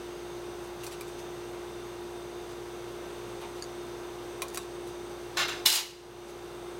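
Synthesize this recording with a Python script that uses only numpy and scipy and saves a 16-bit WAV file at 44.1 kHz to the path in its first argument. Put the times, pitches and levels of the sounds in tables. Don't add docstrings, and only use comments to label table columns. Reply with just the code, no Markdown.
import sys
import numpy as np
from scipy import signal
from scipy.fft import rfft, irfft, next_fast_len
from scipy.io import wavfile
from scipy.ndimage import uniform_filter1d

SR = 44100
rng = np.random.default_rng(int(sys.argv[2]) if len(sys.argv) > 2 else 0)


def master_out(mix):
    frames = np.transpose(np.atleast_2d(mix))
    ceiling = np.clip(frames, -1, 1)
    pcm = np.round(ceiling * 32767).astype(np.int16)
    wavfile.write(sys.argv[1], SR, pcm)


def how_loud(loudness_db):
    steps = np.asarray(loudness_db, float) / 20
    return 10 ** steps


N = 299439

# f/Hz, level/dB, t60/s
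PLATE_MODES = [(600, -8, .04), (1080, -2, .045), (2450, -2, .03), (3880, -2, .026), (4780, -6, .022),
               (5850, -3, .02), (6600, -8, .014), (7600, -2, .018), (8700, -7, .01), (9500, -5, .012),
               (10300, -4, .008), (11200, -6, .007), (12200, -5, .008), (13300, -8, .006),
               (14600, -9, .007)]


def unit(x):
    return x / np.sqrt(np.mean(x ** 2) + 1e-20)


def along(points, hz):
    f, v = np.transpose(points)
    return np.interp(np.log(hz + 1), np.log(f + 1), v)


def wobble(rate):
    knots = rng.standard_normal(int(N * rate / SR) + 4)
    return np.interp(np.arange(N) * rate / SR, np.arange(len(knots)), knots)


def filtered(x, response):
    m = next_fast_len(len(x) + 8192)
    return irfft(rfft(x, m) * response(np.fft.rfftfreq(m, 1 / SR)), m)[:len(x)]


def resonances(peaks, f):
    total = 0
    for k, (centre, width, db) in enumerate(peaks):
        damping = 1j * f * width
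        total = total + (-1) ** k * how_loud(db) * damping / (centre * centre - f * f + damping)
    return total


def ringing(modes, t, tilt_db, scatter_db):
    luck = rng.standard_normal((len(modes), 2))
    ring = np.zeros(len(t))
    for k, ((hz, db, t60), (stronger, sharper)) in enumerate(zip(modes, luck)):
        level = db + tilt_db * np.log2(hz / 4000) + scatter_db * stronger
        tone = np.sin(2 * np.pi * hz * (1 + 0.011 * sharper) * t)
        ring += (-1) ** k * how_loud(level - 60 * t / t60) * tone
    return ring * (1 - np.exp(-t / .00015))


def add(track, s, sound):
    part = track[round(s * SR):][:len(sound)]
    part += sound[:len(part)]


def kitchen(x):
    # f/Hz, t60/s
    decay_times = [(300, 0.3), (3000, 0.18), (12000, 0.12)]
    hz, t, z = signal.stft(rng.standard_normal(len(x)), SR, nperseg=256)
    decay = how_loud(-60 * t / along(decay_times, hz)[:, None])
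    tail = signal.istft(z * decay, SR, nperseg=256)[1]
    return signal.fftconvolve(np.pad(x, (200, 0)), tail / np.linalg.norm(tail))[:len(x)]


def strikes(rows, modes, scatter_db, snap_db, snap_s, rattle_db, rattle_s, room_db):
    out, t = np.zeros(N), np.arange(SR // 4) / SR
    for s, db, tilt_db, crack_db in rows:
        ring = ringing(modes, t, tilt_db, scatter_db)
        crack_phase = 2 * np.pi * rng.uniform(8000, 10500) * t * (1 - 150 * t).clip(.5)
        crack = how_loud(-60 * t / .0013) * np.sin(crack_phase)
        contact = filtered(rng.standard_normal(len(t)), lambda f: f * f / (f * f + 350 ** 2) * how_loud(-f / 1900))
        snap = how_loud(snap_db - 60 * t / snap_s) * unit(contact)
        blow = ring / np.abs(ring).max() + how_loud(crack_db) * crack / np.abs(crack).max() + snap
        blow = how_loud(db) * blow
        nearby = rng.standard_normal(len(t)) * how_loud(-60 * t / rattle_s) * (t > .001)
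        rattle = signal.fftconvolve(blow, nearby / np.linalg.norm(nearby))[:len(t)]
        add(out, s, blow + how_loud(rattle_db) * rattle + how_loud(room_db) * kitchen(blow))
    return out


def refrigerator():
    # multiple of the shaft/1, level/dB rms
    shaft_orders = [(1, -58), (2, -70), (6, -43), (7, -54), (8, -62), (14, -65), (18, -71), (36, -72),
                    (47, -74), (81, -73), (110, -70)]
    # multiple of the mains/1, level/dB rms
    mains_orders = [(2, -60), (4, -68), (6, -62), (12, -61), (14, -64), (16, -62), (18, -66), (20, -65),
                    (22, -64), (23, -71), (24, -69), (25, -72), (26, -67), (28, -77), (32, -75), (34, -77),
                    (37, -74), (42, -78), (44, -78), (46, -71)]
    # f/Hz, level/dB rms, waver/Hz
    fan_tones = [(382, -62, 0.39), (449, -59, 2.5), (50, -87, .5)]
    # f/Hz, level/dB per Hz
    air_spectrum = [(15, -40), (28, -17), (42, -24), (60, -32), (80, -17), (125, -9.5), (262, -13.5),
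                    (515, -9), (958, -13), (2000, -21.5), (3600, -24), (6200, -31), (10000, -36),
                    (15900, -39)]
    # f/Hz, width/Hz, level/dB
    casing_modes = [(323, 33, -2), (415, 93, -16), (3610, 153, -6.5), (6150, 370, -11), (7900, 390, -12),
                    (9360, 220, -8), (12100, 230, -9)]
    # strongest multiple/1, orders below/1, orders above/1, level/dB rms
    valve_groups = [(62, 2, 1, -70), (72, 2, 3, -80), (91, 2, 4, -81), (102, 2, 1, -70), (140, 3, 1, -71),
                    (157, 1, 1, -76), (162, 0, 3, -80), (180, 0, 0, -84), (202, 1, 2, -80)]
    shaft_hz, mains_hz = 58.585, 59.98
    skirt_db = 6.5

    t = np.arange(N) / SR
    turn = 2 * np.pi * (shaft_hz * t + np.cumsum(0.0116 * wobble(5.14)) / SR)
    knocks = []
    for top, below, above, db in valve_groups:
        for k in range(top - below, top + above + 1):
            knocks.append((k, db - skirt_db * np.sqrt(abs(k - top))))
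    hum = np.zeros(N)
    for k, db in shaft_orders + knocks:
        flutter = min(k / 60, 1)
        level = db + 3 + 1.2 * flutter + (.6 + 2.4 * flutter) * wobble(16)
        phase = k * turn + rng.uniform(0, 2 * np.pi) + .8 * flutter * wobble(20)
        hum += how_loud(level) * np.sin(phase)
    for k, db in mains_orders:
        hum += how_loud(db + 3) * np.sin(2 * np.pi * k * mains_hz * t + rng.uniform(0, 2 * np.pi))
    for hz, db, waver_hz in fan_tones:
        phase = 2 * np.pi * np.cumsum(hz + waver_hz * wobble(4)) / SR
        hum += how_loud(db + 4.0 + 3.1 * wobble(2.96)) * np.sin(phase)

    def air_response(f):
        return how_loud(along(air_spectrum, f)) * (1 + 1.03 * np.abs(resonances(casing_modes, f)))

    air = unit(filtered(rng.standard_normal(N), air_response))
    return hum + how_loud(-46 + 0.41 * wobble(2.814)) * air


def surges(rows, rise_s, faster):
    power = np.zeros(N)
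    for s, db, hold_s, fade_db in rows:
        t = np.arange(N) / SR - s
        rise = 30 * t.clip(None, 0) / rise_s
        fade = faster * fade_db * (t - hold_s / faster).clip(0)
        power += how_loud(2 * (db + rise - fade))
    return np.sqrt(power)


def crockery(rows, tone, rings, ring_db, spiky_db, rise_s, edge_db, edge_faster):
    hail = rng.standard_normal(N) * how_loud(spiky_db * wobble(900))
    modes = [(hz, width, min(0.71 * db, 1)) for hz, width, db in rings]
    sound = filtered(hail, lambda f: how_loud(along(tone, f)) * (1 + how_loud(ring_db) * resonances(modes, f)))
    edge = filtered(sound, lambda f: 1 / (1 + (6800 / (f + 1)) ** 8))
    body = surges(rows, rise_s, 1) * unit(sound - edge)
    return body + how_loud(edge_db) * surges(rows, rise_s, edge_faster) * unit(edge)


def sliding_pile():
    # t/s, level/dB rms, hold/s, fade/dB per s
    slips = [
        (5.372, -27, 0.049, 183),
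        (5.486, -33, .002, 129),
    ]
    # f/Hz, level/dB per Hz
    scrape_spectrum = [(280, -21), (550, -10), (800, -4.5), (1100, -4.5), (2400, -4.5), (3900, -6.5),
                       (4700, -10), (7300, -20.5), (15900, -32)]
    # f/Hz, width/Hz, level/dB
    scrape_modes = [(1075, 50, -12.5), (1480, 68, 4), (1750, 28, -8), (2120, 35, 1), (2760, 89, -9),
                    (3550, 68, 2), (3940, 58, -4), (4320, 28, 2), (5080, 130, -7), (6160, 250, 2),
                    (7250, 90, 2), (8280, 44, -14), (10900, 34, -14)]
    return crockery(slips, scrape_spectrum, scrape_modes, ring_db=10.5, spiky_db=2.0, rise_s=0.0074,
                    edge_db=-12.5, edge_faster=1.35)


def clatter():
    # t/s, level/dB rms, hold/s, fade/dB per s
    falls = [
        (5.659, -25.5, 0.03, 103),
        (5.727, -28, 0.051, 234),
    ]
    # f/Hz, level/dB per Hz
    clatter_spectrum = [(250, -36), (600, -16.5), (900, -10.5), (1500, -11), (2800, -5), (4200, -4.5),
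                        (5500, -6), (8000, -5.5), (12600, -7.5), (15900, -12.5)]
    # f/Hz, width/Hz, level/dB
    clatter_modes = [(870, 52, -8.5), (2195, 58, 1.5), (2900, 110, -9.5), (3755, 40, 2), (4100, 46, -6),
                     (4330, 36, -2), (4800, 60, -6), (5430, 30, -4), (6730, 35, -4), (6900, 40, -4),
                     (8340, 38, -13), (8960, 30, -5), (11400, 130, -12), (12600, 200, -5)]
    # t/s, peak level/dB, brightness/dB per octave, crack/dB
    knocks = [
        (5.372, -30, 0, 7),
        (5.409, -31, -5, -6),
        (5.4825, -33, 2, 3),
        (5.6585, -23, 5, -3),
        (5.6607, -2, -0.5, -9),
        (5.664, -16, -5, 0),
        (5.6695, -13, 7, -3),
        (5.6775, -18, -3, 1),
        (5.701, -10, -3, 3),
        (5.722, -13, -2, -2),
    ]
    # f/Hz, level/dB, t60/s
    dish_modes = [(2945, -5, 0.07), (3520, 2, 0.024), (4040, 8, 0.027), (5276, 2.5, 0.049),
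                  (7400, -16, .05), (9050, -9, .06), (12750, 6, .016), (13300, -12, .02)]
    hail = crockery(falls, clatter_spectrum, clatter_modes, ring_db=7.5, spiky_db=1.0, rise_s=0.0058,
                    edge_db=-2.5, edge_faster=1.36)
    return how_loud(6.5) * hail + strikes(knocks, dish_modes, scatter_db=1.5, snap_db=-11, snap_s=0.014,
                                     rattle_db=-7.0, rattle_s=0.047, room_db=-7)


def brushes():
    # t/s, length/s, level/dB rms, brightness/dB per octave
    rubs = [(0.624, .04, -59, 3), (0.793, 0.051, -56, -1), (0.833, 0.019, -44.5, 5), (0.863, 0.023, -50, 4),
            (0.908, 0.029, -48, 1), (1.065, 0.042, -56.5, 2), (1.183, 0.021, -50.5, 1),
            (2.489, .04, -55.5, -1), (3.393, 0.074, -50, -6), (3.408, .02, -56, 8), (3.547, 0.055, -55, -1),
            (4.597, 0.042, -52.5, 0), (4.864, 0.031, -55, 3), (6.267, 0.041, -54, 2)]
    # f/Hz, level/dB per Hz
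    rub_spectrum = [(500, -37), (900, -9), (1500, -14.5), (3000, -7), (6000, -11.5), (10000, -15),
                    (15900, -24)]
    out, t = np.zeros(N), np.arange(SR // 3) / SR
    damped_plate = [(hz, 160, db) for hz, db, _ in PLATE_MODES]
    for s, length, db, tilt_db in rubs:
        grit = rng.standard_normal(len(t)) * how_loud(18 * uniform_filter1d(rng.standard_normal(len(t)), size=30))

        def rub_response(f):
            tone = how_loud(along(rub_spectrum, f) + tilt_db * np.log2(f / 6000 + .01))
            return tone * (1 + np.abs(resonances(damped_plate, f)))

        swell = np.sqrt(np.sin(np.pi * np.clip(t / length, 0, 1)).clip(0))
        stroke = how_loud(db) * unit(filtered(grit, rub_response)) * swell
        add(out, s, stroke + how_loud(-2) * kitchen(stroke))
    return out


def pings():
    # t/s, peak level/dB, f/Hz, t60/s
    rim_pings = [(.835, -35.5, 2740, .025), (.843, -41, 2800, .02), (.866, -33, 5900, .018),
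                 (.872, -43, 2450, .03), (.94, -41, 2750, .03), (1.012, -36, 2350, 0.023),
                 (1.012, -39, 1100, .04), (.9, -38, 1050, .03), (1.19, -46, 5200, .02),
                 (4.578, -39, 1154, .06), (4.422, -33, 3900, .03), (4.576, -34, 3900, .025),
                 (4.546, -40, 8650, .03)]
    out, t = np.zeros(N), np.arange(SR // 3) / SR
    for s, db, hz, t60 in rim_pings:
        ping = how_loud(db - 60 * t / t60) * (1 - np.exp(-t / 0.0007)) * np.sin(2 * np.pi * hz * t)
        add(out, s, ping + how_loud(-9) * kitchen(ping))
    return out


def chopsticks():
    # t/s, peak level/dB, brightness/dB per octave, crack/dB
    plate_taps = [(.835, -42, 2, -3), (.8425, -36, 3, 0), (.8660, -28.5, 4, 0), (.8765, -40, -8, -2),
                  (1.0100, -31, 1, 3), (1.019, -40, 6, 2), (4.4198, -19.5, 0.5, -7), (4.4215, -26.5, 4, -9),
                  (4.4275, -30.5, -6.5, -7), (4.4325, -40, 0, 2), (4.4835, -34.5, 8, 5),
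                  (4.5736, -21.5, 1.5, -1), (4.5762, -30, 3, 0)]
    # t/s, peak level/dB, brightness/dB per octave, crack/dB
    stick_clicks = [
        (4.501, -43, 8, 0),
        (4.529, -47, 8, 0),
        (4.539, -42, 8, 2),
        (4.5456, -29.5, 11, 1),
        (4.5485, -37, 5, 2),
        (4.557, -33, 10, 0),
        (4.561, -37, 8, -2),
    ]
    # f/Hz, level/dB, t60/s
    stick_modes = [(1712, -13, .025), (4620, 0, .016), (6700, -2, .016), (8700, -5, .008),
                   (10700, -7, .007), (13100, -16, .008)]
    meet_s, meet_db, beat_s = 3.6237, -25, .0085
    beat_loss_db, glancing_db = 4, 6.5
    chatter = []
    for k in range(4):
        level = meet_db - beat_loss_db * k - glancing_db * (k % 2)
        chatter.append((meet_s + k * beat_s, level, -1.5, -16))

    sound = strikes(plate_taps, PLATE_MODES, scatter_db=2.5, snap_db=-8, snap_s=.015,
                    rattle_db=-4, rattle_s=0.06, room_db=-9.0)
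    sound += strikes(chatter, stick_modes, scatter_db=0.2, snap_db=-30, snap_s=.012,
                     rattle_db=-7, rattle_s=.025, room_db=-17)
    sound += strikes(stick_clicks, stick_modes, scatter_db=-3.0, snap_db=-4, snap_s=0.015,
                     rattle_db=-5, rattle_s=0.034, room_db=-9)
    return sound + brushes() + pings()


def scene():
    return (refrigerator() + sliding_pile() + clatter() + chopsticks())[None]


def top_cut(x):
    return signal.sosfilt(signal.butter(12, 16980, fs=SR, output="sos"), x)


def record(dry):
    duck_s, duck_db = 5.655, 9.5
    grab_s, hold_s, recover_s = 0.01, 0.31, 0.28
    top_hz = 15950
    t = (np.arange(N) / SR - duck_s).clip(0)
    grab = t / (t + grab_s)
    recovery = np.exp(-(t - hold_s).clip(0) / recover_s)
    ducked = dry[0] * how_loud(-duck_db * grab * recovery)
    limited = filtered(ducked, lambda f: np.where(f < top_hz, 1, how_loud(-55)))
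    return top_cut(limited[None])


dry = scene()
out = record(dry)
master_out(out)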